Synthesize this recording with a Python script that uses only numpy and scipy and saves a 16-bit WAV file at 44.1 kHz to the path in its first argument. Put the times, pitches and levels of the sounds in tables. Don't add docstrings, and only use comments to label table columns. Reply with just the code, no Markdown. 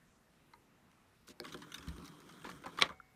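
import sys
import numpy as np
from scipy import signal
from scipy.fft import rfft, irfft, next_fast_len
from scipy.io import wavfile
from scipy.ndimage import uniform_filter1d

SR = 44100
rng = np.random.default_rng(int(sys.argv[2]) if len(sys.argv) > 2 else 0)


def store_wav(level_fs):
    pcm = np.round(np.clip(np.atleast_2d(level_fs), -1, 1) * 32767)
    wavfile.write(sys.argv[1], SR, pcm.T.astype(np.int16))


def amplitude_ratio(level_db):
    exponent = np.asarray(level_db, float) / 20
    return 10 ** exponent


N = 138915


def drift(rate_hz):
    r = np.exp(-2 * np.pi * rate_hz * 40 / SR)
    slow = signal.lfilter([1], [1, -2 * r, r * r], rng.standard_normal(N // 40 + 2002))[2000:]
    return np.interp(np.arange(N) / 40, np.arange(len(slow)), slow / slow.std())


def add(out, start_s, x):
    i = int(start_s * SR)
    out[i:i + len(x)] += x[:N - i]


# time in seconds, friction level in dB.
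SLIDE = [(1.4, -107), (1.442, -59.5), (1.56, -60), (1.7, -63.5), (1.9, -60.5), (2.05, -60.5), (2.2, -63.5),
         (2.42, -62), (2.5, -57), (2.6, -64), (2.76, -61), (2.86, -57.5), (2.96, -79.5)]
# frequency in Hz, width in Hz, level in dB.
RAILS = [(160.5, 34, 0.5), (289, 41.5, 2), (413, 120, -9.5), (1000, 270, -11.5), (1350, 304, -9.5),
         (2400, 540, -21), (3180, 210, -17), (3870, 420, -20), (5840, 1900, -29.5), (8550, 330, -24),
         (9350, 260, -27.5), (10000, 230, -31), (12700, 290, -37.5)]
# time in seconds, frequency in Hz.
WHINE = [(1.45, 11200), (1.899, 11300), (2.3, 11850), (2.45, 12500), (2.8, 12700)]
GRAINS_PER_S, GRAIN_SPREAD_DB, RAIL_HISS_DB, SLIDE_TRIM_DB = 2500, 2, -37.5, 4.5
MOTOR_PER_S, MOTOR_DEPTH = 180, 0.6
WHINE_WIDTH_HZ, WHINE_DB = 170, -28


def slide():
    t = np.arange(N) / SR
    slips = rng.random(N) < GRAINS_PER_S / SR
    strength = amplitude_ratio(GRAIN_SPREAD_DB * np.minimum(rng.exponential(1, N), 5))
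    grains = slips * strength * rng.choice([-1, 1], N)
    brushes = 1 + MOTOR_DEPTH * np.cos(2 * np.pi * MOTOR_PER_S * t + drift(3.3))

    friction = amplitude_ratio(RAIL_HISS_DB) * grains
    for k, (hz, width_hz, db) in enumerate(RAILS):
        r = np.exp(-np.pi * width_hz / SR)
        poles = [1, -2 * r * np.cos(2 * np.pi * hz / SR), r * r]
        band = signal.lfilter([(1 - r * r) / 2, 0, (r * r - 1) / 2], poles, grains)
        beat = brushes if hz > 8000 else 1
        friction = friction + (-1) ** k * amplitude_ratio(db + 1.76 * drift(15)) * band * beat

    whine_turns = np.cumsum(np.interp(t, *np.transpose(WHINE))) / SR
    narrow = signal.sosfilt(signal.butter(2, WHINE_WIDTH_HZ, fs=SR, output="sos"), grains)
    whine = amplitude_ratio(WHINE_DB) * narrow * brushes * np.cos(2 * np.pi * whine_turns)

    out = friction + whine
    time_s, db = np.transpose(SLIDE)
    level = amplitude_ratio(SLIDE_TRIM_DB + np.interp(t, time_s, db, left=-120, right=-120))
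    return level * out / out.std()


def ring(force, hz, t60_s):
    r, w = amplitude_ratio(-60 / (t60_s * SR)), 2 * np.pi * hz / SR
    return signal.lfilter([0, np.sin(w)], [1, -2 * r * np.cos(w), r * r], force + 1e-18)


def coloured(x, bright_oct, spread_oct):
    hz = np.arange(len(x) // 2 + 1) * SR / len(x) + 1
    off = (np.log2(hz / 1000) - bright_oct) / spread_oct
    return irfft(rfft(x) * amplitude_ratio(-6 * off ** 2), len(x))


SPREAD_OCT, CHATTER = 1.156, 0.5


def contacts(rows, modes, scatter_db, detune, crack_db, strike, sign=-1):
    out, t = np.zeros(N), np.arange(SR // 8) / SR
    for start_s, peak_db, bright_oct, chatter_s in rows:
        rough = rng.standard_normal(len(t)) * rng.exponential(1, len(t)) ** 0.4
        force = CHATTER * rough * np.exp(-t / max(chatter_s, 1e-4))
        force[0] += strike
        luck_db = rng.normal(0, scatter_db, len(modes))
        shift = 1 + detune * rng.standard_normal(len(modes))
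        x = np.zeros(len(t))
        for k, (hz, db, t60_s) in enumerate(modes):
            off = (np.log2(hz / 1000) - bright_oct) / SPREAD_OCT
            mode_db = db + luck_db[k] - 5.24 * off ** 2
            x += sign ** k * amplitude_ratio(mode_db) * ring(force, hz * shift[k], t60_s)
        crack = 8 * coloured(force, bright_oct, 1.48 * SPREAD_OCT) * (t < 0.1)
        x = x + amplitude_ratio(crack_db) * crack
        add(out, start_s, amplitude_ratio(peak_db) * x / np.abs(x).max())
    return out


# start in seconds, peak in dB, brightness in octaves above 1 kHz, chatter in seconds.
TOUCHES = [
    (.915, -59, 1.7, 0.0011),
    (.927, -64, .1, 0.0025),
    (1.279, -48.5, 1.03, 0.0042),
    (1.2875, -40, 1.8, 0.00075),
]
RATTLES = [(1.434, -55, 1.5, 0.0028), (1.442, -44, 0.92, 0.006), (1.451, -38, 0.85, 0.0028),
           (1.466, -48, 1.3, 0.0026), (1.523, -41, 1.8, 0.011), (1.5435, -37, 0.68, 0.0029),
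           (1.573, -48, 1.8, 0.0033), (1.619, -44, 1.1, 0.0096), (1.7195, -40, 1.6, 0.0057),
           (1.742, -34, 1.86, 0.0057), (1.755, -45.5, 1.8, 0.0079), (1.7815, -39.5, 1.63, 0.0048),
           (1.807, -52, 1.3, 0.0059), (1.826, -46, 1.6, 0.0081), (1.873, -44, 1.35, 0.0028),
           (1.884, -41, 1.9, 0.0043), (1.967, -51, 2.2, .002), (1.982, -47, 1.2, 0.0011),
           (2.046, -48, 1.55, 0.004), (2.056, -45, 2.3, 0.0037), (2.065, -50, 1.5, .003),
           (2.078, -44, 2.16, .004), (2.203, -48, 2.4, 0.0021), (2.29, -46, 1.17, 0.011),
           (2.323, -52.5, 2.1, 0.0034)]
KNOCKS = [(2.418, -49, 1, 0.003), (2.431, -51, 4, 0.0013), (2.444, -40, -0.2, 0.002),
          (2.449, -36.5, 0.2, 0.0046), (2.459, -44.5, 1, 0.0073), (2.468, -44.5, 0.7, 0.0025),
          (2.488, -55, -0.5, 0.0032), (2.491, -37.5, 0.1, 0.0021), (2.5, -41, 2.1, 0.0021),
          (2.514, -43, 1, 0.0035), (2.524, -57, 9, .004), (2.638, -43.5, 0.2, 0.007),
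          (2.645, -41.5, -0.05, 0.004), (2.659, -35, 0.4, 0.004), (2.664, -38.5, 0.54, 0.0033),
          (2.67, -40, -0.03, .004), (2.679, -52, 3.4, .005), (2.689, -51.5, 0.7, 0.0065),
          (2.774, -39.5, 1, 0.0064), (2.787, -27, 0.36, 0.003), (2.793, -37.5, 0.3, 0.0033),
          (2.798, -35, 2.1, 0.0025), (2.854, -40, -0.4, 0.0037), (2.89, -35.5, 0.44, 0.0067),
          (2.899, -40.5, 0, 0.0075), (2.908, -45, -0.5, 0.0075), (2.921, -49, -0.1, 0.0092)]
# frequency in Hz, level in dB, T60 in seconds.
TRAY = [(547, 4, 0.023), (830, -4, 0.033), (1098, 2.5, 0.036), (1338, 3.5, .025), (1640, 0.5, 0.019),
        (2090, -1, 0.014), (3140, -1.5, 0.02), (3600, 2, 0.012), (4480, 2.5, 0.0057), (5630, 2.5, 0.008),
        (6700, -8, 0.0047), (8800, -14.5, .006), (11000, -8.5, 0.0033), (12000, -12, .004)]


def tray():
    rows = TOUCHES + RATTLES + KNOCKS
    return contacts(rows, sorted(TRAY * 3), scatter_db=1.5, detune=0.07, crack_db=5, strike=1.64)


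# start in seconds, peak in dB, brightness in octaves above 1 kHz, chatter in seconds.
LATCH = [
    (2.8113, -26.5, 2.4, 0.0023),
    (2.8225, -2.5, 1.5, 0.000079),
    (2.8135, -20, 0.83, 0.0072),
    (2.818, -26, 0.8, .003),
    (2.825, -12, 0.36, 0.0026),
    (2.832, -28, .5, 0.004),
]
# frequency in Hz, level in dB, T60 in seconds.
HOOK = [(555, -6.5, 0.04), (680, -8.5, .045), (1150, -12.5, 0.035), (1361, -10, 0.03), (2110, -13, 0.009),
        (2273, -0.5, 0.013), (2820, -5, 0.0063), (3310, -0.5, 0.01), (3520, -2.5, 0.0076),
        (3920, 0, 0.0126), (4850, -21.5, 0.011), (5340, -6.5, 0.008), (8570, -2.5, .012),
        (10700, -12.5, 0.011)]
LATCH_THIN_HZ, LATCH_SOFT_HZ = 900, 9000


def latch():
    x = contacts(LATCH, HOOK, 0.98, 0, crack_db=-27, strike=3.04, sign=0.95)
    return signal.sosfilt(signal.butter(1, [LATCH_THIN_HZ, LATCH_SOFT_HZ], "band", fs=SR, output="sos"), x)


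# frequency in Hz, level in dB, T60 in seconds.
FRAME = [(447, -68, 1.0), (754, -66, 1.6), (2094, -70, 1.6), (2223, -63, 1.2)]
TOCK_S, TOCK_DB, TOCK_HZ, TOCK_T60_S = 3.0002, -37, 1380, 0.021


def frame():
    out, click, t = np.zeros(N), np.eye(1, SR // 2)[0], np.arange(SR // 8) / SR
    snap_s = LATCH[1][0]
    add(out, snap_s, sum(amplitude_ratio(db) * ring(click, hz, t60_s) for hz, db, t60_s in FRAME))
    fade = amplitude_ratio(TOCK_DB - 60 * t / TOCK_T60_S) * np.minimum(t * TOCK_HZ / 2, 1)
    add(out, TOCK_S, fade * np.sin(2 * np.pi * TOCK_HZ * t))
    return out


# start in seconds, peak in dB, brightness in octaves above 1 kHz, chatter in seconds.
BUTTON = [
    (1.401, -29, 1.22, 0.00037),
]
# frequency in Hz, level in dB, T60 in seconds.
KEY = [(787, 3.5, 0.036), (1610, 7, 0.012), (2235, 2.5, 0.017), (4320, 10.5, 0.0058), (5440, 1, 0.0043),
       (8940, 2.5, 0.0077), (12300, 12, 0.0046), (14600, 19, 0.0035)]


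def button():
    return contacts(BUTTON, KEY, 0, 0, crack_db=-14, strike=2.7)


# start in seconds, peak in dB, brightness in octaves above 1 kHz, chatter in seconds.
TAP = [
    (.5355, -46, 0.66, 0.0022),
]
# frequency in Hz, level in dB, T60 in seconds.
CARRIAGE = [(849, 3.5, 0.055), (950, 7.5, 0.062), (1070, 3, 0.036), (1230, 5.5, 0.045), (1550, -1, .02),
            (2060, 3.5, 0.019), (3170, 1, .012), (4000, 8, 0.013), (4540, 9, 0.012), (5450, 8, .008),
            (6850, 10, .012)]


def tap():
    return contacts(TAP, CARRIAGE, 0, 0, crack_db=-9, strike=1.1)


# start in seconds, level in dB, softness in Hz,
# weight of the deep modes in dB per octave.
PUSHES = [(1.285, -55, 500, -11.5), (1.3, -49.5, 504, -8), (1.401, -41.5, 1000, -22),
          (1.418, -44.5, 800, -23), (1.5459, -41.5, 900, -8.5), (1.79, -49.5, 400, -1),
          (1.875, -35, 197, 2.5), (1.981, -43.5, 900, 1), (2.447, -48, 500, -6), (2.469, -45.5, 403, -8.5),
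          (2.53, -49.5, 398, -5), (2.661, -44, 600, -8), (2.785, -46, 600, -6.5), (2.821, -39, 251, -8),
          (2.902, -50, 300, -2.5)]
# frequency in Hz, level in dB, T60 in seconds.
CASE = [(52, -12, 0.74), (72.5, 0.5, 0.23), (165, 1, 0.21), (254, 5, 0.059), (287, -5, 0.15),
        (358.3, 0, 0.092), (491.4, -4, 0.12), (603, -10.5, 0.2)]
DEEP_BELOW_HZ = 376


def case():
    out, t = np.zeros(N), np.arange(SR // 2) / SR
    for start_s, push_db, soft_hz, deep_db in PUSHES:
        force = t * np.exp(-2 * np.pi * soft_hz * t)
        x = np.zeros(len(t))
        for k, (hz, db, t60_s) in enumerate(CASE):
            depth_oct = max(np.log2(DEEP_BELOW_HZ / hz), 0)
            mode_db = db + rng.normal(0, 1) + deep_db * depth_oct
            x += (-1) ** k * amplitude_ratio(mode_db) * ring(force, hz, t60_s)
        add(out, start_s, -amplitude_ratio(push_db) * x / np.abs(x).max())
    return signal.sosfilt(signal.butter(2, 40, "high", fs=SR, output="sos"), out)


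# start in seconds, length in seconds, level in dB,
# brightness in octaves above 1 kHz.
RASPS = [
    (1.27, 0.046, -62, 2.2),
    (1.294, 0.037, -58.5, 1.55),
    (1.477, 0.036, -55.5, 0.96),
    (2.043, 0.06, -66.5, 1.7),
    (2.446, 0.066, -56.5, 0.67),
    (2.824, 0.064, -46, 0.23),
]
RASP_SPREAD_OCT, RASP_GRAIN_DB = 1.29, 0


def rasps():
    out, t = np.zeros(N), np.arange(SR // 8) / SR
    for start_s, length_s, db, bright_oct in RASPS:
        clumps = 5 * uniform_filter1d(rng.standard_normal(len(t)), size=60)
        grains = rng.standard_normal(len(t)) * amplitude_ratio(RASP_GRAIN_DB * clumps)
        x = coloured(grains, bright_oct, RASP_SPREAD_OCT)
        swell = np.sin(np.pi * np.clip(t / length_s, 0, 1) ** 0.48)
        add(out, start_s, amplitude_ratio(db) * x / x.std() * swell)
    return out


ROOM_T60_S, ROOM_DB, WALL_CUT_HZ = 0.27, -17.5, 1400


def room(x):
    size = next_fast_len(N + SR)
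    hz = np.arange(size // 2 + 1) * SR / size
    t60_s = ROOM_T60_S / (1 + hz / WALL_CUT_HZ)
    echo = 0
    for k, lag_s in enumerate(rng.uniform(0.007, 0.03, 10)):
        loop = amplitude_ratio(-60 * lag_s / t60_s) * np.exp(-2j * np.pi * hz * lag_s)
        echo = echo + (-1) ** k * loop / (1 - loop)
    return amplitude_ratio(ROOM_DB) * irfft(rfft(x, size) * echo, size)[:N]


# frequency in Hz, level in dB per Hz.
FLOOR = [(20, -6.5), (60, -3.5), (200, -1), (350, -6.5), (600, -11.5), (1300, -11), (4000, -23),
         (13000, -28.5), (15500, -31.5)]
FLOOR_DB, FLOOR_PATCHY_DB, FLOOR_TOP_HZ = -69, 1.55, 14800


def floor():
    out, edges_hz, white = 0, 22 * 2 ** np.arange(0, 9.6, 0.5), rng.standard_normal((2, N + SR))
    hz, db = np.transpose(FLOOR)
    for k, (low, high) in enumerate(zip(edges_hz, edges_hz[1:])):
        band = signal.sosfilt(signal.butter(2, [low, high], "band", fs=SR, output="sos"), white[k % 2])[SR:]
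        band_db = np.interp(np.log(low * high) / 2, np.log(hz), db)
        out = out + amplitude_ratio(band_db + FLOOR_PATCHY_DB * drift(4.1)) * band
    out = signal.sosfilt(signal.cheby2(8, 25, FLOOR_TOP_HZ, fs=SR, output="sos"), out)
    return amplitude_ratio(FLOOR_DB) * out / out.std()


def scene():
    hits = tray() - latch() + button() + tap() + rasps()
    return (slide() + hits + room(hits) + case() + frame() + floor())[None]


def band_limit(x):
    return signal.sosfilt(signal.butter(12, 16500, fs=SR, output="sos"), x)


def record(dry):
    mix = signal.sosfilt(signal.cheby2(10, 50, 16300, fs=SR, output="sos"), dry)
    return band_limit(mix)


dry = scene()
out = record(dry)
store_wav(out)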